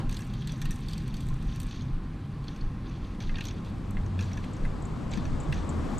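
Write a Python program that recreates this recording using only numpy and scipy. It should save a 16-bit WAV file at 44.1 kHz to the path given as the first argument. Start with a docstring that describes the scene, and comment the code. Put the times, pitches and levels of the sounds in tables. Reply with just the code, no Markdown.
"""Walking up to a drum fan in a large hall

Two walkers wear cased head cameras, the first mono, the second stereo. Heel thuds come up through the
body; right by the microphones buckles and plastic gear click and cloth rustles. Farther off the
ventilation rumbles. A big drum fan grows louder as it is approached, one blade ticking once a turn,
its draught buffeting the second camera's right microphone port."""
import sys
import numpy as np
from scipy import signal
from scipy.fft import rfft, irfft, next_fast_len
from scipy.io import wavfile
from scipy.ndimage import uniform_filter1d, map_coordinates

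SR = 44100
rng = np.random.default_rng(int(sys.argv[2]) if len(sys.argv) > 2 else 0)


def file_out(sig):
    """Save sig as 16-bit WAV at sys.argv[1]."""
    # one column per channel
    cols = np.atleast_2d(sig).T
    # limit, then scale
    lim = np.clip(cols, -1, 1)
    pcm = np.round(lim * 32767).astype(np.int16)
    wavfile.write(sys.argv[1], SR, pcm)


N = 264291
TIME = np.arange(N) / SR


def amp(db):
    return 10 ** (np.asarray(db) / 20)


def unit_rms(x):
    return x / np.sqrt(np.mean(x ** 2) + 1e-20)


def along(points, hz):
    """Interpolates (f/Hz, value) points on a log frequency axis."""
    f, values = np.transpose(points)
    return np.interp(np.log(hz + 1), np.log(f + 1), values)


def curves(rows):
    """One value per sample for each column after the time."""
    times, *columns = np.transpose(rows)
    return [np.interp(TIME, times, column) for column in columns]


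def wobble(rate):
    """A smooth random curve, rate knots a second."""
    return map_coordinates(rng.standard_normal(int(N * rate / SR) + 4), [TIME * rate])


def filtered(x, response):
    """Passes x through a complex response of frequency."""
    size = next_fast_len(N + SR // 2)
    return irfft(rfft(x, size) * response(np.fft.rfftfreq(size, 1 / SR)), size)[..., :N]


def lowpass(hz, cutoff_hz):
    return 1 / (1 + (hz / cutoff_hz) ** 4)


def resonances(modes, hz):
    """Causal response of (f/Hz, width/Hz, gain/dB) modes of alternating sign."""
    return sum((-1) ** k * amp(db) * 1j * hz * width / (centre ** 2 - hz ** 2 + 1j * hz * width)
               for k, (centre, width, db) in enumerate(modes))


def causal(gain):
    """The minimum-phase response with this gain: its sound starts at the blow."""
    cepstrum = irfft(np.log(gain + 1e-6))
    half = len(cepstrum) // 2
    return np.exp(rfft(np.r_[cepstrum[0], 2 * cepstrum[1:half], cepstrum[half], np.zeros(half - 1)]))


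def rush(response, patchy_db, channels=1):
    """Coloured noise of rms 1 with patches of random gain in time and frequency."""
    spectra = signal.stft(rng.standard_normal((channels, N)), nperseg=512)[2]
    patches = uniform_filter1d(uniform_filter1d(rng.standard_normal(spectra.shape[1:]), 6, 0), 14, 1)
    noise = signal.istft(spectra * amp(patchy_db * unit_rms(patches)), nperseg=512)[1][:, :N]
    return unit_rms(filtered(noise, response))


def hum(hz, width_hz):
    """A tone of rms 1 that wavers in level and phase within a narrow band."""
    drift = filtered(rng.standard_normal((2, N)), lambda f: lowpass(f, width_hz))
    phase = 2 * np.pi * np.cumsum(hz * np.ones(N)) / SR
    return unit_rms((drift[0] + 1.8 * np.std(drift)) * np.cos(phase) + drift[1] * np.sin(phase))


def add(track, s, sound):
    """Mixes a sound in at time s."""
    part = track[round(s * SR):][:len(sound)]
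    part += sound[:len(part)]


# Ventilation drones across the hall: t/s, deep f/Hz, deep relative level/dB, upper pair's ditto/dB
DRONES = [(0, 104, -34, -33), (.15, 106, -42, -43), (.35, 106, -38, -34), (.85, 95, -48, -36),
          (1, 108, -50, -34), (1.6, 85, -42, -39), (2.5, 105, -44, -40), (3.1, 99, -44, -48),
          (3.45, 95, -39, -44), (3.8, 98, -38, -50), (4.1, 94, -29.5, -42), (4.3, 93, -31, -44),
          (4.4, 93, -40, -44), (4.85, 100, -40, -39), (5.1, 90, -40, -41), (5.4, 82, -36, -42),
          (5.85, 79, -32, -48), (5.99, 77, -42, -40)]
# Pitch of the middle drone: t/s, f/Hz
MIDDLE_PITCH = [(0, 130), (.4, 127), (.85, 137), (1.05, 127), (1.6, 123), (2.2, 139), (2.9, 138),
                (3.4, 130), (5.99, 130)]
# Duct resonances: f/Hz, width/Hz, gain/dB
DUCT_MODES = [(24.728, 21.57, 0), (46.607, 18.193, 3.5), (83.43, 83.59, -4), (143.24, 78.49, -2),
              (229.46, 80.7, -8)]


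def ventilation():
    """Ducts rumble under three wavering drones, the deepest with its octave, and two faint tones."""
    deep_hz, deep_db, pair_db = curves(DRONES)
    deep = amp(deep_db - 2.5) * hum(deep_hz, width_hz=12.702)
    middle = amp(pair_db - 3.5 + .7 * wobble(3.0084)) * hum(curves(MIDDLE_PITCH)[0], width_hz=6)
    upper = amp(pair_db - 5 + .7 * wobble(3.0114)) * hum(156 + 2.5 * wobble(2.5), width_hz=6)
    octave = amp(deep_db - 13) * hum(2 * deep_hz, width_hz=9.52)
    tones = amp(-66.5) * hum(799, width_hz=32.1) + amp(-64.5) * hum(1054, width_hz=44.37)
    rumble_db = -35 + .4474 * wobble(3.2723)
    rumble = rush(lambda hz: resonances(DUCT_MODES, hz) * lowpass(hz, 300), patchy_db=-.5988)
    return deep + middle + upper + octave + tones + amp(rumble_db) * rumble


# Room tone from the far parts of the hall: f/Hz, relative density/dB
HALL_SPECTRUM = [(120, -33), (200, -4.5), (300, -7.5), (420, -17), (680, -24.5), (800, -21), (900, -23.5),
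                 (1060, -20), (1400, -25.5), (2300, -31.5), (4300, -38.5), (5100, -42), (6000, -47.5),
                 (10000, -51.5), (15500, -65)]
# Room tone along the walk: t/s, level/dB
HALL_LEVELS = [(0, -46.5), (2, -46.5), (4, -44.5), (5, -43.5), (5.99, -40.5)]
OPENING_S = .04965  # time scale of a rush that dies away in the first moment


def hall():
    """Distant broad noise, briefly louder at the start, then rising slowly."""
    level_db = curves(HALL_LEVELS)[0] + 11 * np.exp(-TIME / OPENING_S)
    return amp(level_db) * rush(lambda hz: amp(along(HALL_SPECTRUM, hz)), patchy_db=1)


# The fan from close by: f/Hz, relative density/dB
FAN_SPECTRUM = [(20, -17.5), (60, 3.5), (90, -11.5), (170, -8), (230, -2), (330, -9.5), (450, -13.5),
                (790, -16.5), (1150, -15), (1500, -22.5), (2000, -25.5), (2600, -37), (6400, -38),
                (8300, -37.5), (9200, -51.5), (15000, -60.5)]
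# The fan as the second camera closes in, ahead of its ports: t/s, level/dB
FAN_APPROACH = [(2.65, -110), (2.8, -68.5), (3.1, -58), (3.6, -51.5), (4.6, -45.5), (5.99, -38)]


def fan():
    """Rushing air, a direct and a diffuse part: a short noise fades out at the very start, later the long
    approach."""
    opening = amp(-43 - 20 * TIME / OPENING_S)
    level = amp(curves(FAN_APPROACH)[0]) + opening
    return level * rush(lambda hz: amp(along(FAN_SPECTRUM, hz)), patchy_db=.5, channels=2)


# Knocks close to a camera: t/s, level/dB, f/Hz, t60/s, edge level/dB, camera (0 first, 1 second)
NEAR_KNOCKS = [(.028, -40, 800, .08, -52, 0), (.535, -40, 590, .05, -46, 0),
               (1.305, -40, 1050, .07, -60, 0), (1.46, -45, 800, .07, -58, 0), (1.76, -38, 248, .9, -70, 0),
               (5.174, -14.5, 187.7, 0.0556, -30, 1), (5.355, -26, 190, .06, -60, 1),
               (5.486, -18, 138.1, 0.13807, -59.5, 0)]


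def knocks():
    """Dull knocks, one track per camera: a damped low mode with a short edge of noise."""
    bodies, edges = np.zeros((2, N)), np.zeros((2, N))
    t = np.arange(SR // 4) / SR
    attack = 1 - np.exp(-t / .003185)
    for s, db, hz, t60, edge_db, camera in NEAR_KNOCKS:
        add(bodies[round(camera)], s, -amp(db - 60 * t / t60) * np.sin(2 * np.pi * hz * t) * attack)
        add(edges[round(camera)], s, amp(edge_db - 60 * t / .02798) * rng.standard_normal(len(t)))
    return bodies + filtered(edges, lambda hz: resonances([(1500, 3000, 0)], hz) ** 2)


# Heels, heard at the head through the body: deepest swing t/s, peak level/dB, f/Hz, roll-out/cycles
HEEL_BLOWS = [(.069, -19.5, 24, 1), (.67, -21, 23, 1.2), (1.152, -26, 24, 1), (1.316, -22, 22, 1.2),
              (1.479, -18.5, 34, .6), (1.94, -20.5, 24, 1.2), (2.43, -30, 45, .8), (2.642, -22, 21, 1.3),
              (3.292, -19, 22, 1.8), (3.974, -22.5, 24, .8), (4.634, -19.5, 22, 1.8), (4.925, -28, 35, .8),
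              (5.322, -22, 21, 1.5), (5.605, -26, 45, 1)]


def heel_thuds():
    """Each blow is a soft low swing that swells within a cycle and rolls out."""
    out, swell_cycles = np.zeros(N), .55
    for s, db, hz, roll_cycles in HEEL_BLOWS:
        cycles = (TIME - s) * hz
        envelope = np.exp(-(cycles / np.where(cycles < 0, swell_cycles, roll_cycles)) ** 2)
        out -= amp(db) * envelope * np.cos(2 * np.pi * cycles)
    return out


# Modes of the plastic gear at the microphone: f/Hz, width/Hz, gain/dB
GEAR_MODES = [(1700, 520, -3.5), (2323.3, 177.8, -9), (2600, 600, -3.5), (3450, 850, -3.5), (4100, 450, -8),
              (4470, 300, -6.5), (4850, 500, -8.5), (5620, 450, -4.5), (6000, 600, -4.5), (6500, 700, -4.5),
              (7385, 750, -2.5), (8503.7, 1053.7, -2), (11100, 2600, -6.5), (12400, 500, -5.5),
              (13831, 2723, -8)]
# Borders between the low, middle, upper and top groups of modes: f/Hz
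GROUP_BORDERS = [2900, 5200, 7000]


def through_gear(drives):
    """Four signals each drive a group of modes; a mode acts twice, in the part and in the case."""
    def response(hz, group):
        modes = [mode for mode in GEAR_MODES if np.searchsorted(GROUP_BORDERS, mode[0]) == group]
        gain = sum(np.abs(resonances([mode], hz)) ** 2 for mode in modes)
        return causal(gain * lowpass(hz, cutoff_hz=[4500, 7494, 9458, 19960][group]))
    return [filtered(drive, lambda hz: response(hz, group)) for group, drive in enumerate(drives)]


# Buckles and gear touching, close up:
# t/s, relative level/dB, low share/dB, upper share/dB, top share/dB, ring f/Hz, ring offset/dB
GEAR_CONTACTS = [(0.0933, -46, -3, -7, -13.5, 3560, -17), (0.1104, -54, -5, -5, -8, 3850, -9),
                 (0.126, -48, -6, -4, -12, 3900, -9), (0.1427, -47, -15, -4, -15, 3920, -16),
                 (0.1674, -41, -21, -20, -17, 4040, -7), (0.1903, -48, -4, -7, -14, 1650, -7),
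                 (0.2055, -51, -2, -5, -11, 2720, -6), (0.2185, -52, -11, -3, -15, 1670, -7),
                 (0.3363, -51, -5, -16, -14, 3280, -7), (0.4205, -48, -9, -29, -26, 2770, -14),
                 (0.4728, -40, -12, -9, -17, 3600, -14), (0.493, -45, -5, -20, -35, 2720, -14),
                 (0.5195, -50, -12, -3, -9, 4140, -22), (0.616, -41, -5, -8, -14, 1850, -10),
                 (.6234, -50, -6, -2, -12, 5910, -9), (0.6546, -42, -2, -16, -15, 1850, -8),
                 (0.7076, -44, -4, -6, -7, 1840, -8), (0.7157, -52, -3, -1, -11, 3460, -10),
                 (0.7588, -51, -4, -12, -12, 3880, -14), (0.8842, -45, -17, -12, -15, 4460, -5),
                 (0.8947, -53, -7, -10, -14, 4100, -12), (.9094, -51, -15, -14, -16, 4100, -6),
                 (0.9322, -43, -17, -12, -14, 4450, -6), (0.9783, -47, -9, -10, -11, 4500, -6),
                 (1.0782, -53, -6, -8, -8, 2840, -11), (1.1405, -46, -8, -10, -16, 4450, -13),
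                 (1.1667, -49, -9, -9, -15, 4540, -12), (1.2053, -51, -3, -10, -10, 3400, -8),
                 (1.267, -62, -12, -7, -4, 8700, -12), (1.2855, -53, -3, -11, -9, 2220, -12),
                 (1.341, -61, -12, -4, -6, 5600, -12), (1.4254, -61, -12, -3, -5, 5600, -12),
                 (1.4964, -53, -6, -16, -26, 3050, -6), (1.5234, -53, -6, -16, -22, 3460, -6),
                 (1.5474, -58, -12, -2, -14, 5680, -9), (1.559, -50, -6, -8, -9, 3210, -18),
                 (1.6002, -47, -8, -10, -5, 4490, -18), (1.6154, -54, -6, -6, -8, 2960, -16),
                 (1.6304, -53, -8, -5, -6, 3210, -12), (1.6664, -59, -8, -8, -5, 7700, -12),
                 (1.7099, -48, -8, -14, -26, 3050, -8), (1.7594, -52, -10, -14, -22, 3300, -9),
                 (1.8083, -50, -17, -13, -30, 3540, -7), (1.8194, -57, -15, -2, -24, 6080, -9),
                 (2.4404, -53, -4, -15, -23, 3430, -18), (2.4808, -46, -11, -12, -30, 4370, -1),
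                 (2.5606, -51, -4, -8, -24, 4330, -14), (2.6102, -55, -17, -13, -33, 4380, 6),
                 (3.203, -43, -5, -12, -28, 3360, -10), (3.2234, -51, -17, -4, -21, 3680, -11),
                 (3.293, -42, 0, -36, -36, 2070, -7), (3.3423, -48, -1, -18, -36, 1880, -5),
                 (3.3558, -43, -4, -24, -41, 2540, -11), (3.3685, -46, 0, -17, -33, 1800, -6),
                 (3.3839, -41, -1.5, -11, -27, 1600, -7), (3.407, -35, -3, -15, -28, 3700, -10),
                 (3.4388, -50, -11, -7, -22, 2540, -12), (3.453, -41, -18, -2, -18, 4470, -27),
                 (3.4686, -45, -15, -5, -24, 3860, -20), (3.483, -40.5, -10, -6, -24, 4320, -22),
                 (3.5085, -47, -6, -6, -27, 3350, -13), (3.6464, -56, -8, -5, -19, 3160, -17),
                 (3.9073, -59, -9, -6, -2, 1830, -16), (3.9684, -42, 0, -35, -41, 2080, -7),
                 (4.0607, -56, -5, 0, -30, 2420, -20), (4.1904, -41, -2, -16, -28, 1750, -11),
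                 (4.2078, -42, -2, -6, -24, 2520, -23), (4.2245, -49, -3, -6, -18, 1670, -6),
                 (4.3156, -46, -1, -21, -29, 1860, -17), (4.3314, -50, -15, -1, -21, 4180, -14),
                 (4.3723, -43, -1, -11, -25, 1700, -13), (4.4398, -46, -1, -20, -30, 2540, -9),
                 (4.4465, -65, -6, -6, -4, 10500, -12), (4.5654, -56, -10, -1, -27, 2650, -11),
                 (4.6498, -44, 0, -28, -32, 2050, -4), (5.1154, -48, -3, -8, -25, 3560, -10),
                 (5.1349, -40, -3, -12, -25, 3550, -10), (5.1733, -46, -2, -10, -37, 1740, -8),
                 (5.2526, -46, -2, -11, -29, 1700, -10), (5.5243, -34, -1, -24, -26, 2600, -8),
                 (5.5424, -49, -3, -4, -20, 3430, -10)]
RING_T60_CYCLES, RING_REFERENCE_CYCLES = 140, 19  # the ring offset holds at the reference cycle


def gear_clicks():
    """Each contact is a scratchy burst into the four groups of modes; the struck part rings on."""
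    t = np.arange(SR // 20) / SR
    drives, rings = np.zeros((4, N)), np.zeros(N)
    rise_s = np.array([[.001], [.0006], [.0005], [.0004]])
    blow_t60 = np.array([[.022], [.017], [.013], [.009]])
    rattle_t60 = np.array([[.09], [.08], [.06], [.04]])  # treble dies first
    rise = 1 - np.exp(-t / rise_s)
    envelopes = (amp(-60 * t / blow_t60) + amp(-10.5 - 60 * t / rattle_t60)) * rise
    for s, db, low_db, upper_db, top_db, hz, ring_db in GEAR_CONTACTS:
        middle_power = max(1 - np.sum(amp([low_db, upper_db, top_db]) ** 2), .015)
        shares_db = [low_db, 10 * np.log10(middle_power), upper_db, top_db]
        for drive, share_db, envelope in zip(drives, shares_db, envelopes):
            burst = envelope * rng.standard_normal(len(t))
            burst = burst + .7 * np.roll(burst, rng.integers(12, 60))  # a near reflection colours it
            add(drive, s, amp(db + share_db) * burst * np.linalg.norm(envelope) / np.linalg.norm(burst))
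        ring_level = amp(db + ring_db - 60 * (t * hz - RING_REFERENCE_CYCLES) / RING_T60_CYCLES)
        phase = 2 * np.pi * hz * t + np.cumsum(rng.normal(0, .02, len(t)))
        add(rings, s, ring_level * rise[1] * np.sin(phase))
    gains_db = [24, 24.5, 26.5, 27.5]
    return rings + sum(amp(db) * group for db, group in zip(gains_db, through_gear(drives)))


# Cloth and straps moving just by the microphone:
# peak t/s, relative level/dB, time to rise 10 dB/s, time to fall 10 dB/s, sheen offset/dB
CLOTH_STROKES = [(.12, -51.5, .04, .3, -10), (.2, -53, .1, .06, -8), (.4, -54, .2, .3, -18),
                 (.48, -50, .008, 0.1906, -12), (.625, -52, .008, 0.19, -12.5),
                 (.715, -53, .008, 0.1285, -5), (.84, -53, .12, .1, -22), (.895, -51, .01, .35, -11.5),
                 (1.15, -55, .01, 0.4911, -9.5), (1.5, -52, .08, 0.3337, -18), (1.62, -53, .05, .1, -8),
                 (1.74, -50.5, .18, .14, -21), (2.48, -56.5, .06, 0.2544, -17.5),
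                 (2.9, -55.5, .08, .15, -20.5), (3.05, -57, .06, .15, -20),
                 (3.212, -47.5, .006, 0.0993, -20.5), (3.38, -53, .04, .1, -20), (3.47, -49, .08, .07, -17),
                 (3.57, -57, .05, .1, -17), (3.66, -56, .03, .1, -14.5), (4.2, -48, .015, 0.1502, -14.5),
                 (4.33, -55.5, 0.153, .4, -16), (4.62, -59, .1, .15, -15), (5.13, -49.5, .015, 0.1606, -21),
                 (5.53, -45, .004, .07, -20.5), (5.92, -57, .1, .1, -9)]
REST_DB, REST_SHEEN_DB = -67, -76  # floors between strokes, on the same relative scale
SNAPS_PER_S, SNAP_DECAY_S = 150, .004698


def cloth_rustle():
    """Cloth hiss with tiny random snaps, heard through the gear's modes; each stroke swells and fades."""
    s, db, rise_s, fall_s, sheen_db = np.transpose(CLOTH_STROKES)[:, :, None]
    since_peak = TIME - s
    stroke_db = db + 10 * np.minimum(since_peak / rise_s, -since_peak / fall_s)
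    body = amp(np.maximum(stroke_db.max(0), REST_DB))
    sheen = amp(np.maximum((stroke_db + sheen_db).max(0), REST_SHEEN_DB))
    snapping = rng.random((4, N)) < SNAPS_PER_S / SR
    snaps = snapping * amp(3.251 * np.minimum(rng.exponential(size=(4, N)), 3))
    grain = 1 + .718 * signal.lfilter([1], [1, -np.exp(-1 / (SNAP_DECAY_S * SR))], snaps)
    low, middle, upper, top = map(unit_rms, through_gear(grain * rng.standard_normal((4, N))))
    return amp(-4.5) * body * (amp(-.5) * low + middle + amp(-7.5) * upper) + amp(-2.5) * sheen * top


# Small metal buckles, close up: t/s, level/dB, f/Hz
BUCKLE_PINGS = [(.1674, -48, 7620), (.169, -52, 9350), (.616, -49, 11800), (.6546, -49, 11500),
                (.7076, -44, 8500), (.7588, -51, 8300), (1.6002, -48, 7860), (1.6154, -52, 12000),
                (3.4388, -50, 12100), (3.453, -52, 12100), (4.652, -54, 9300)]


def buckle_pings(t60_s=.03):
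    """Each thin ping is one slightly unsteady mode of the metal."""
    out, t = np.zeros(N), np.arange(SR // 20) / SR
    for s, db, hz in BUCKLE_PINGS:
        phase = 2 * np.pi * hz * t + np.cumsum(rng.normal(0, .05, len(t)))
        add(out, s, amp(db - 60 * t / t60_s) * np.minimum(t / .001, 1) * np.sin(phase))
    return out


# Blade on guard, heard over the last steps to the fan: t/s, relative level/dB
BLADE_GRAZES = [(4.2404, -51), (4.5326, -49), (4.8219, -52), (4.8514, -46), (5.1088, -49), (5.1377, -47),
                (5.4006, -41), (5.4331, -52), (5.691, -38), (5.9804, -35)]
# Resonances of the scrape: f/Hz, width/Hz, gain/dB
SCRAPE_MODES = [(6700, 900, -2.5), (7750, 1100, 0)]


def blade_ticks(scrape_t60_s=.035, tail_t60_s=.12):
    """One blade grazes its guard once a turn, at times twice: a short high scrape with a faint tail."""
    out, t = np.zeros(N), np.arange(SR // 10) / SR
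    envelope = (amp(-60 * t / scrape_t60_s) + amp(-14 - 60 * t / tail_t60_s)) * np.minimum(t / .001, 1)
    for s, db in BLADE_GRAZES:
        scrape = envelope * rng.standard_normal(len(t))
        add(out, s, amp(db) * scrape * np.linalg.norm(envelope) / np.linalg.norm(scrape))
    return amp(11) * filtered(out, lambda hz: resonances(SCRAPE_MODES, hz) ** 2)


def draught(nearest_db=-33.5, gust_db=4):
    """Close to the fan, its wind buffets the second camera's right port in low gusts."""
    buffeting = rush(lambda hz: lowpass(hz, 40), patchy_db=1.5)
    approach_db = 1.8 * (curves(FAN_APPROACH)[0] - FAN_APPROACH[-1][1])  # grows faster than the rush
    right_only = np.array([[0], [1]])
    return right_only * amp(nearest_db + approach_db + gust_db * wobble(5)) * buffeting


# The second camera's microphone pair: f/Hz, left minus right/dB, right lead/rad, likeness (0-1)
MICROPHONE_PORTS = [(30, 1.5, -0.22, 0.74), (100, -15.5, -0.32, 0.93), (167.66, 8, -0.38, 0.44),
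                    (277.7, 14.5, 0.64, 0.97), (451.8, 16.5, 0.09, 0.93), (733.4, 12, 0.1, 1),
                    (1098.7, 9, -0.02, 1), (1800, 1.5, -0.35, 0), (2966, 14.5, -0.37, 0.36),
                    (5960.5, -2, 0, 1), (12010, 2.5, 0, 0.96)]


def second_camera(direct, diffuse):
    """Its two ports differ in level and phase; the diffuse sound pulls them apart."""
    hz, lean_db, lead, likeness = np.transpose(MICROPHONE_PORTS)
    side = np.array([[.5], [-.5]])  # left, right

    def ports(f):
        return amp(side * along(np.c_[hz, lean_db], f)) * np.exp(-1j * side * along(np.c_[hz, lead], f))

    def spread(f):
        return np.arccos(np.clip(along(np.c_[hz, likeness], f), 0, 1)) / 2

    shared = filtered(direct, lambda f: ports(f) * np.cos(spread(f)))
    opposed = filtered(diffuse, lambda f: 2 * side * ports(f) * np.sin(spread(f)))
    return shared + opposed


def scene():
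    """The first camera is mono and sits in the middle; the second adds the fan in stereo."""
    fan_direct, fan_diffuse = fan()
    first_knocks, second_knocks = knocks()
    centre = ventilation() + hall() + first_knocks + heel_thuds()
    centre = centre + gear_clicks() + buckle_pings() + cloth_rustle() + blade_ticks()
    return centre + second_camera(fan_direct + second_knocks, fan_diffuse) + draught()


def record(dry):
    """The cameras roll off below 12 Hz and above 14.5 kHz, and pass nothing over 15.55 kHz."""
    return filtered(dry, lambda hz: hz ** 2 / (hz ** 2 + 12 ** 2) * (hz < 15550) / (1 + (hz / 14500) ** 8))


dry = scene()
out = record(dry)
file_out(out)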